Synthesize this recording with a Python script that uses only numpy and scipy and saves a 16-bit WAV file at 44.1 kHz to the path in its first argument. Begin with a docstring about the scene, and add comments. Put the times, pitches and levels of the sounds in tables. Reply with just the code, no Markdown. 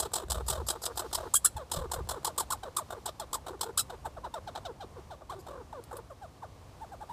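"""Rattling barks come first: a squirrel scolding from the pines, on one microphone in a quiet wood.
The barks and three hard squeals slow into yelps and single falling squeaks. Each note is a gliding
throat tone of uneven pitch; hard notes add a rasp and a sharp hiss of air. Nearby twigs and trunks
further off scatter the calls faintly. Breeze buffets the microphone; two small ticks sound late on."""
import sys
import numpy as np
from scipy import signal
from scipy.fft import rfft, irfft
from scipy.io import wavfile
from scipy.ndimage import uniform_filter1d

SR = 44100
rng = np.random.default_rng(int(sys.argv[2]) if len(sys.argv) > 2 else 0)


def inscribe(sig):
    """Save sig as 16-bit PCM at rate SR to the path in sys.argv[1].

    A 1-D sig is mono; a 2-D sig holds one channel per row.
    Samples are clipped to [-1, 1] before scaling.
    """
    pcm = np.round(np.clip(np.atleast_2d(sig).T, -1, 1) * 32767)
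    wavfile.write(sys.argv[1], SR, pcm.astype(np.int16))


N = 313992


def undb(db):
    """Decibels to gain."""
    return 10 ** (np.asarray(db) / 20)


def unit(x):
    """Scale to rms 1."""
    return x / np.sqrt(np.mean(x ** 2) + 1e-18)


def gains(spectrum, hz):
    """Gain of a spectrum (f/Hz, level/dB) at the given frequencies."""
    f, db = np.transpose(spectrum)
    return undb(np.interp(np.log(hz + 1), np.log(f), db))


def colour(x, spectrum):
    """Filter by a spectrum (f/Hz, level/dB) that falls away beyond its ends."""
    hz = np.arange(len(x) // 2 + 1) * SR / len(x)
    skirts = np.minimum(hz / spectrum[0][0], 1) ** 2 * np.minimum(spectrum[-1][0] / (hz + 1), 1) ** 2
    return irfft(rfft(x) * gains(spectrum, hz) * skirts, len(x))


def noise(spectrum):
    """Coloured noise at rms 1, as long as the scene."""
    return unit(colour(rng.standard_normal(N), spectrum))


def resonance(x, hz, width_hz):
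    """One resonance with gain 1 at its centre."""
    return signal.lfilter(*signal.iirpeak(hz, hz / width_hz, fs=SR), x)


def drift(rate_hz, size):
    """Smooth random drift with spread near 1."""
    place = np.arange(size) * rate_hz / SR
    return 1.2 * np.interp(place, np.arange(1024), rng.standard_normal(1024))


def gate(t, length, attack, release):
    """Opens at 0 and closes after length, with soft edges; all in seconds."""
    return (1 + np.tanh(t / attack)) * (1 + np.tanh((length - t) / release)) / 4


def glide(hz, start, end):
    """Pitch at the start, middle and end of a note; start and end are ratios to the middle."""
    return hz * start, hz, hz * end


# The throat's broad low resonance: f/Hz, level/dB
THROAT = [(130, -28), (260, -34.5), (370, 3), (550, 0), (1000, 2), (1350, -0.5), (1700, -11), (2100, -22),
          (2700, -32.5)]
HARMONICS = np.arange(1, 13)[:, None]


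def throat_voice(partials, pitch, air, rough):
    """The throat carries the first harmonics, with more breath in a rough note."""
    tone = (partials * gains(THROAT, HARMONICS * pitch) * HARMONICS ** -1.35).sum(axis=0)
    return unit(tone) + 1.68 * rough ** 1.77 * unit(colour(air, THROAT))


# The mouth's upper resonances: f/Hz, level/dB
MOUTH = [(1500, -22.5), (2200, -19), (2700, -14.5), (3150, 0), (3700, 1.5), (4100, 3.5), (4600, -5.5),
         (6200, -4), (7500, -30)]
# Extra resonances of soft notes, jaws nearly shut: f/Hz, width/Hz, level/dB
SHUT_JAW = [(2480, 600, 5.5), (3645, 130, 5)]


def mouth_rasp(partials, pitch, air, rough, level_db):
    """Buzz and breath ring in the mouth; the jaws open for loud notes and move the rasp upwards."""
    buzz = (partials * gains(MOUTH, HARMONICS * pitch) * HARMONICS ** -.4).sum(axis=0)
    rasp = unit(buzz) + (.2 + 1.4 * rough ** 2) * unit(colour(air, MOUTH))
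    gape = min(undb(4.7 * (level_db + 43.5)), 1)
    open_jaw = resonance(rasp, hz=5010, width_hz=520)
    shut_jaw = sum(undb(db) * resonance(rasp, hz, width) for hz, width, db in SHUT_JAW)
    return rasp + 1.65 * gape * open_jaw + (1 - gape) * shut_jaw


# Air forced past the teeth: f/Hz, level/dB
TEETH = [(4500, -17), (6300, -14), (7100, -1), (8300, 1), (8750, -3.5), (9200, -11), (9950, -5),
         (10800, -7), (12000, -7.5), (12700, -18.5), (13700, -6.5), (15000, -11.5)]
# Whistles at the teeth: f/Hz, width/Hz, level/dB
WHISTLES = [(8290, 850, -0.5), (9900, 450, 8)]


def teeth_hiss(air, level_db):
    """Air hisses past the teeth and whistles on the hardest notes."""
    hiss = colour(air, TEETH)
    whistle = sum(undb(db) * resonance(hiss, hz, width) for hz, width, db in WHISTLES)
    return hiss + min(undb(level_db + 23), 2) * whistle


NOTE_SAMPLES, LEAD_SAMPLES = 4096, 512  # room for one note; the part of it before the onset


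def note(length, pitches, rough, voice_db, rasp_db, hiss_db):
    """One push of air: a gliding, jittering tone with its rasp and hiss."""
    t = (np.arange(NOTE_SAMPLES) - LEAD_SAMPLES) / SR
    length = max(length, .004)
    progress = np.clip(t / length, -.05, 1.05)
    arc = np.polyfit([0, .5, 1], np.log(pitches), 2)
    contour = np.exp(np.polyval(arc, progress))
    # rough notes have cycles of uneven length and strength
    pitch = contour * np.exp(.149 * rough ** 2.8 * drift(600, NOTE_SAMPLES))
    flutter = undb(4.8 * rough * drift(320, NOTE_SAMPLES))
    phase = 2 * np.pi * np.cumsum(pitch) / SR
    partials = np.sin(HARMONICS * phase) * (HARMONICS * pitch < SR / 3)
    air = rng.standard_normal((3, NOTE_SAMPLES)) * (1 + .5 * np.cos(phase))  # escapes once a cycle
    # pressure raises pitch and loudness together; the upper sounds die first as it sinks
    pressure = contour / contour.max()

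    voice = throat_voice(partials, pitch, air[0], rough)
    voice *= gate(t, length, attack=.00071 + .13 * length, release=.0011)
    voice *= np.exp(-.25 * progress) * pressure ** .5 * flutter
    # the rasp stops with the tone, while the hiss trails a little
    rasp = mouth_rasp(partials, pitch, air[1], rough, rasp_db)
    rasp *= gate(t - .061 * length, .93 * length, attack=.00081 + .06 * length, release=.0016)
    rasp *= np.exp(-.6 * progress) * pressure ** 2.5 * flutter
    jet = gate(t - .018 * length, length, attack=.00028 + .084 * length, release=.0061)
    jet *= np.exp(-.7 * progress) * pressure ** 1.5 * flutter ** .5
    leak = undb(-42.5) * gate(t, length, attack=.006, release=.0068)  # air between a bark's pulses
    hiss = teeth_hiss(air[2], hiss_db) * (jet + leak)

    def at_level(x, db):
        """Bring the rms, taken over the note's length, to db."""
        return x * undb(db) / np.sqrt(np.sum(x ** 2) / (length * SR) + 1e-18)

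    return at_level(voice, voice_db) + at_level(rasp, rasp_db) + at_level(hiss, hiss_db)


CATCH_LEAD_S, CATCH_S, CRY_S, LAST_PULSE_S = .016, .0038, .018, .025
RATTLE_END_HZ, VOICE_FADE_DB, TREBLE_FADE_DB = 450, 1.16, 7.5  # fades are per pulse
# Barks from the pines: t/s, chirp to cry/s, pulse spacing/s, pulse count, chirp f/Hz, cry f/Hz,
# rattle f/Hz, roughness/0-1, voice/dB, rasp/dB, hiss/dB, cry's rasp and hiss over the chirp's/dB,
# rattle voice/dB, rattle rasp/dB
BARKS = [(-0.021, 0.016, 0.027, 2, 800, 778, 643, 0.72, -36.5, -40.5, -28.5, 1, -36.5, -44),
         (0.134, 0.02, 0.021, 3, 808, 788, 649, 0.7, -36.5, -37, -30.5, -2, -39, -45),
         (0.300, .017, .027, 3, 640, 777, 635, 0.73, -38.5, -37, -32.5, -2, -38, -47.5),
         (0.482, .017, 0.025, 4, 827, 779, 643, .7, -37, -39.5, -31.5, 0.5, -36, -43),
         (0.684, 0.017, .025, 2, 616, 770, 627, 0.71, -37.5, -35, -30.5, -1.5, -41.5, -56),
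         (0.835, .019, 0.023, 2, 716, 685, 475, 0.86, -40.5, -42.5, -39, 5, -41.5, -76),
         (0.973, .020, .025, 2, 914, 884, 628, .66, -37, -39.5, -35.5, -2, -39, -59.5),
         (1.129, 0.018, .027, 4, 821, 1015, 657, 0.74, -38, -38.5, -35.5, 3.5, -37, -51.5),
         (1.715, 0.019, 0.026, 4, 963, 700, 576, 0.6, -37.5, -37.5, -32.5, -6, -36, -45),
         (1.915, 0.02, 0.025, 2, 982, 655, 541, 0.58, -36, -42, -36, -2.5, -38.5, -58),
         (2.089, .019, 0.026, 2, 974, 659, 567, 0.64, -36.5, -40, -35.5, -4.5, -39, -59),
         (2.247, 0.019, 0.022, 1, 975, 1035, 648, 0.56, -33.5, -36, -31, -6.5, -43.5, -65),
         (2.379, .018, 0.021, 1, 1076, 1035, 762, 0.47, -33, -38.5, -29.5, -2.5, -46.5, -58),
         (2.504, .017, 0.015, 1, 1033, 1257, 842, 0.37, -33, -42.5, -34.5, 0, -46, -64),
         (2.766, .016, 0.021, 1, 1190, 1104, 633, 0.38, -33.5, -38, -28.5, -10, -42.5, -65),
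         (2.905, 0.017, 0.022, 2, 776, 635, 587, 0.6, -38, -50, -48.5, -5, -44, -74),
         (3.33, 0.012, .021, 1, 1068, 1124, 940, .46, -35, -40.5, -34, -1.5, -49.5, -75),
         (3.464, 0.018, 0.024, 2, 760, 595, 394, 0.54, -39.5, -51, -51.5, -1, -42.5, -68),
         (3.610, 0.02, 0.027, 2, 1100, 800, 450, 0.55, -37.5, -35.5, -32.5, -9, -39.5, -60),
         (5.466, .018, 0.023, 5, 794, 559, 570, 0.5, -43, -59, -60, -2, -41, -66),
         (5.912, 0.016, .027, 2, 783, 495, 560, 0.54, -40.5, -69, -61, 3, -43.5, -64)]


def bark(start, to_cry, spacing, pulses, chirp_hz, cry_hz, rattle_hz, rough,
         voice_db, rasp_db, hiss_db, cry_db, rattle_db, rattle_rasp_db):
    """The throat catches, chirps up and cries down; the air runs out in sinking, dulling pulses."""
    levels = np.array([voice_db, rasp_db, hiss_db])
    catch_levels = levels + (.5, -12, -14) - 32 * (1 - rough)  # faint before a clean bark
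    yield start - CATCH_LEAD_S, note(CATCH_S, glide(529, 1.12, .84), rough, *catch_levels)
    yield start, note(.6 * to_cry, glide(chirp_hz, .8, 1.1), rough, *levels)
    cry_levels = levels + (0, cry_db, cry_db)
    yield start + to_cry, note(CRY_S, glide(cry_hz, 1.15, .76), rough, *cry_levels)
    for k, spent in enumerate(np.linspace(0, 1, pulses)):
        hz = rattle_hz * (RATTLE_END_HZ / rattle_hz) ** (spent ** 2.2)  # holds at first, sinks late
        if k < pulses - 1:
            length, pitches = .7 * spacing, glide(hz, .93, 1.04)
        else:
            length, pitches = LAST_PULSE_S, glide(hz, 1.12, .84)
        treble_db = rattle_rasp_db - k * TREBLE_FADE_DB
        pulse = note(length, pitches, .81 * rough, rattle_db - k * VOICE_FADE_DB, treble_db, treble_db + .5)
        yield start + to_cry + (k + 1) * spacing, pulse


def trees(x, near_db, near_t60, far_db, far_t60):
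    """Nearby twigs smear each note; trunks further off return a faint tail."""
    t = np.arange(SR // 2) / SR
    onset = 1 - np.exp(-t / .0016)
    response = 0
    for db, t60 in ((near_db, near_t60), (far_db, far_t60)):
        tail = rng.standard_normal(len(t)) * np.exp(-np.log(1000) * t / t60) * onset
        response += undb(db) * tail / np.linalg.norm(tail)
    return signal.fftconvolve(x, response)[:N]


# Distant air in the wood: f/Hz, level/dB
WOOD_AIR = [(18, -32), (30, -14), (87, -1), (195, -13), (288, -13.5), (364, -17), (538, -15.5),
            (1030, -18.5), (1110, -18), (1370, -26), (1920, -30), (3780, -33.5), (4900, -34), (8920, -38.5),
            (15000, -47)]
# Leaf hiss, strongest early on: t/s, level/dB
LEAF_LEVELS = [(0, -69.5), (1.25, -59.5), (1.6, -71), (3.0, -67), (4.2, -83), (7.12, -71)]


def wood():
    """Distant air in the trees and a light hiss of leaves."""
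    far_air = noise(WOOD_AIR) * undb(-52 + 1.3 * drift(4.4, N))
    leaves = noise([(1500, -11), (4000, 1), (8300, -6), (12000, -10), (15000, -12)])
    leaf_db = np.interp(np.arange(N) / SR, *np.transpose(LEAF_LEVELS))
    return far_air + leaves * undb(leaf_db + 1.08 * drift(27, N))


# Wind rumble right at the microphone: f/Hz, level/dB
BUFFET = [(18, -21), (32, -11.5), (48, 0.5), (68, 8), (100, -7.5), (150, -11), (220, -21.5), (400, -62)]
# Gusts on the microphone: peak t/s, half length/s, level/dB
GUSTS = [(0.047, 0.03, -46.5), (0.36, 0.094, -36), (0.498, 0.04, -37.5), (0.615, 0.055, -38),
         (0.958, 0.03, -49), (1.187, 0.096, -51), (1.567, 0.016, -37), (1.792, 0.031, -32.5),
         (1.88, 0.034, -45), (2.016, 0.068, -39.5), (2.527, 0.054, -53), (4.123, 0.15, -56)]


def breeze():
    """Low eddies buffet the microphone, in gusts over a faint wavering draught."""
    t = np.arange(N) / SR
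    eddies = noise(BUFFET)
    eddies /= np.sqrt(uniform_filter1d(eddies ** 2, size=3000) + .02)  # even strength within a gust
    gusts = sum(undb(db) * np.exp(-((t - peak) / half) ** 2) for peak, half, db in GUSTS)
    draught = undb(-57.5 + 2.4 * drift(7.1, N))
    return eddies * (gusts + draught)


# Spits of air ahead of some barks: t/s, length/s, level/dB
SPITS = [(0.464, 0.021, -48.5), (0.666, 0.019, -42.5), (0.818, 0.023, -44), (0.957, 0.018, -51),
         (5.391, 0.026, -60.5)]
# Their colour at the teeth: f/Hz, level/dB
SPIT_SPECTRUM = [(3800, -16), (4700, 3.5), (6000, -6), (7600, 5), (9500, -11), (11800, 3), (15000, -17)]


def spits():
    """Unvoiced air spits through the teeth, starting and stopping sharply."""
    t = np.arange(N) / SR
    bursts = sum(undb(db) * gate(t - start, length, attack=.0018, release=.002)
                 for start, length, db in SPITS)
    return bursts * noise(SPIT_SPECTRUM)


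# Hard squeals: t/s, rise/s, hold/s, rise f/Hz, hold f/Hz, hold roughness/0-1, rise voice/dB,
# rise rasp/dB, rise hiss/dB, hold voice/dB, hold rasp/dB, hold hiss/dB, mouth ring/dB
SQUEALS = [(1.339, .009, 0.024, 1193, 1652, 0, -30, -40.5, -20, -50.5, -47, -22.5, 9.5),
           (1.447, .018, .016, 1482, 1400, .45, -34, -36.5, -19, -47, -45, -43, -9),
           (3.775, .014, .021, 1392, 1345, 0.51, -36, -33, -26, -40.5, -33.5, -29, -10.5)]


def squeal(start, rise_s, hold_s, rise_hz, hold_hz, rough, voice_db, rasp_db, hiss_db,
           hold_db, hold_rasp_db, hold_hiss_db, ring_db, rise_rough=.42, break_s=.0025):
    """The pitch shoots up, then holds on a thin hissing note whose overtone rings in the mouth."""
    yield start, note(rise_s, glide(rise_hz, .79, 1.2), rise_rough, voice_db, rasp_db, hiss_db)
    held = note(hold_s, glide(hold_hz, .96, .94), rough, hold_db, hold_rasp_db, hold_hiss_db)
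    ring = undb(ring_db) * resonance(held, hz=3280, width_hz=200)
    yield start + rise_s + break_s, held + ring


# Yelps: t/s, note/s, whine/s, note f/Hz, bend (end over middle pitch), whine f/Hz, roughness/0-1,
# voice/dB, rasp/dB, hiss/dB, whine rasp/dB
YELPS = [(1.566, 0.018, 0.049, 849, 0.95, 568, 0.37, -39, -52, -49.5, -66),
         (2.632, .013, 0.041, 766, 0.96, 573, 0.47, -38, -49.5, -54.5, -65),
         (3.058, 0.011, 0.027, 861, 1.15, 675, 0.51, -36.5, -42, -36, -46.5),
         (3.198, 0.011, .032, 844, 0.93, 594, 0.39, -38, -44, -41.5, -56.5),
         (3.897, .021, 0.032, 700, 0.85, 465, 0.57, -41.5, -53, -58, -67),
         (4.340, 0.0084, 0.038, 913, 1, 614.5, 0.37, -35.5, -45, -49, -62.5),
         (4.552, .016, 0.017, 840, 1.12, 694, 0.5, -37.5, -46.5, -55, -54),
         (4.652, 0.022, 0.038, 702, 0.89, 480, 0.28, -39, -46.5, -58.5, -78),
         (5.297, 0.015, .034, 1085, 1.11, 720, 0.44, -38.5, -54, -56, -58.5),
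         (5.728, 0.0096, 0.06, 835, 0.82, 538, 0.23, -40.5, -64, -65, -74.5)]


def yelp(start, length, whine_s, hz, bend, whine_hz, rough,
         voice_db, rasp_db, hiss_db, whine_rasp_db, break_s=.0036):
    """A short note breaks into a lower, softer, sinking whine."""
    yield start, note(length, glide(hz, 1 / bend, bend), rough, voice_db, rasp_db, hiss_db)
    whine_levels = voice_db - 3, whine_rasp_db, whine_rasp_db - 5.5
    yield start + length + break_s, note(whine_s, glide(whine_hz, 1.17, .83), rough, *whine_levels)


# Single squeaks as the scolding slows: t/s, length/s, middle f/Hz, fall/octaves, arch/octaves,
# roughness/0-1, voice/dB, rasp/dB, hiss/dB
SQUEAKS = [(4.051, 0.029, 758, 0.91, 0.19, 0.44, -36.5, -57.5, -54.5),
           (4.169, 0.02, 623, 0.56, 0, 0.35, -41, -69.5, -73.5),
           (4.242, .036, 820, 1.13, 0.24, 0.4, -38.5, -58.5, -66),
           (4.473, 0.028, 696, 0.77, 0.07, 0.3, -39.5, -53.5, -64.5),
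           (4.805, 0.045, 685, 1.25, 0.38, 0.38, -42.5, -55.5, -68),
           (4.965, 0.045, 397.5, 1.1, .06, 0.39, -47.5, -86.5, -90),
           (5.106, 0.047, 638, 0.77, -0.2, 0.31, -44.5, -61.5, -69.5),
           (5.212, 0.021, 599.5, .85, 0, 0.57, -47, -83, -86.5),
           (5.355, 0.049, 392, 0.14, 0.15, 0.34, -48.5, -73, -75),
           (6.103, 0.028, 555, 0.38, -.15, 0.27, -44.5, -75, -71),
           (6.22, 0.043, 730, 0.58, .1, 0.1, -44.5, -69.5, -70.5),
           (6.426, .031, 728, 1.02, -.08, 0.26, -42.5, -73, -72),
           (6.81, .044, 890, 0.46, 0.44, 0.14, -44.5, -73, -69),
           (6.919, 0.036, 742, 0.7, 0.25, 0.24, -44, -74, -69),
           (7.007, .036, 854, 0.48, 0.49, 0.37, -43.5, -69, -68),
           (7.094, 0.03, 979, 0.069, 0.38, 0.2, -41.5, -66, -67)]


def squeak(start, length, hz, fall, arch, rough, *levels):
    """One note that arches over and falls."""
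    pitches = glide(hz, 2 ** (fall / 2 - arch), 2 ** (-fall / 2 - arch))
    yield start, note(length, pitches, rough, *levels)


# Small dry ticks in the wood: t/s, level/dB
TICKS = [(5.838, -42.5), (5.969, -36.5)]


def ticks(decay_s=.0038):
    """Short bright snaps of noise."""
    t = np.arange(N) / SR
    snaps = sum(undb(db) * (t >= start) * np.exp(-np.abs(t - start) / decay_s) for start, db in TICKS)
    spectrum = [(3500, -7), (4400, 3), (6000, -12), (8300, 1), (10000, -1), (15000, -3)]
    return colour(snaps * rng.standard_normal(N), spectrum)


def squirrel():
    """The whole scolding: each call yields its notes as (t/s, sound), laid in at their moments."""
    track = np.zeros(N + 2 * SR)  # a spare second at each end
    for call, rows in ((bark, BARKS), (yelp, YELPS), (squeal, SQUEALS), (squeak, SQUEAKS)):
        for row in rows:
            for start, sound in call(*row):
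                i = SR + int(start * SR) - LEAD_SAMPLES
                track[i:i + len(sound)] += sound
    return track[SR:SR + N]


def scene():
    """At the microphone: the squirrel among the trees, over the wood and the breeze."""
    direct = squirrel() + spits() + ticks()
    scatter = trees(direct, near_db=-9, near_t60=.058, far_db=-34.5, far_t60=.35)
    return (direct + scatter + wood() + breeze())[None]


def record(dry):
    """The recorder cuts the top steeply."""
    top_hz = 14950
    return signal.sosfilt(signal.ellip(8, .2, 70, top_hz, fs=SR, output="sos"), dry)


dry = scene()
out = record(dry)
inscribe(out)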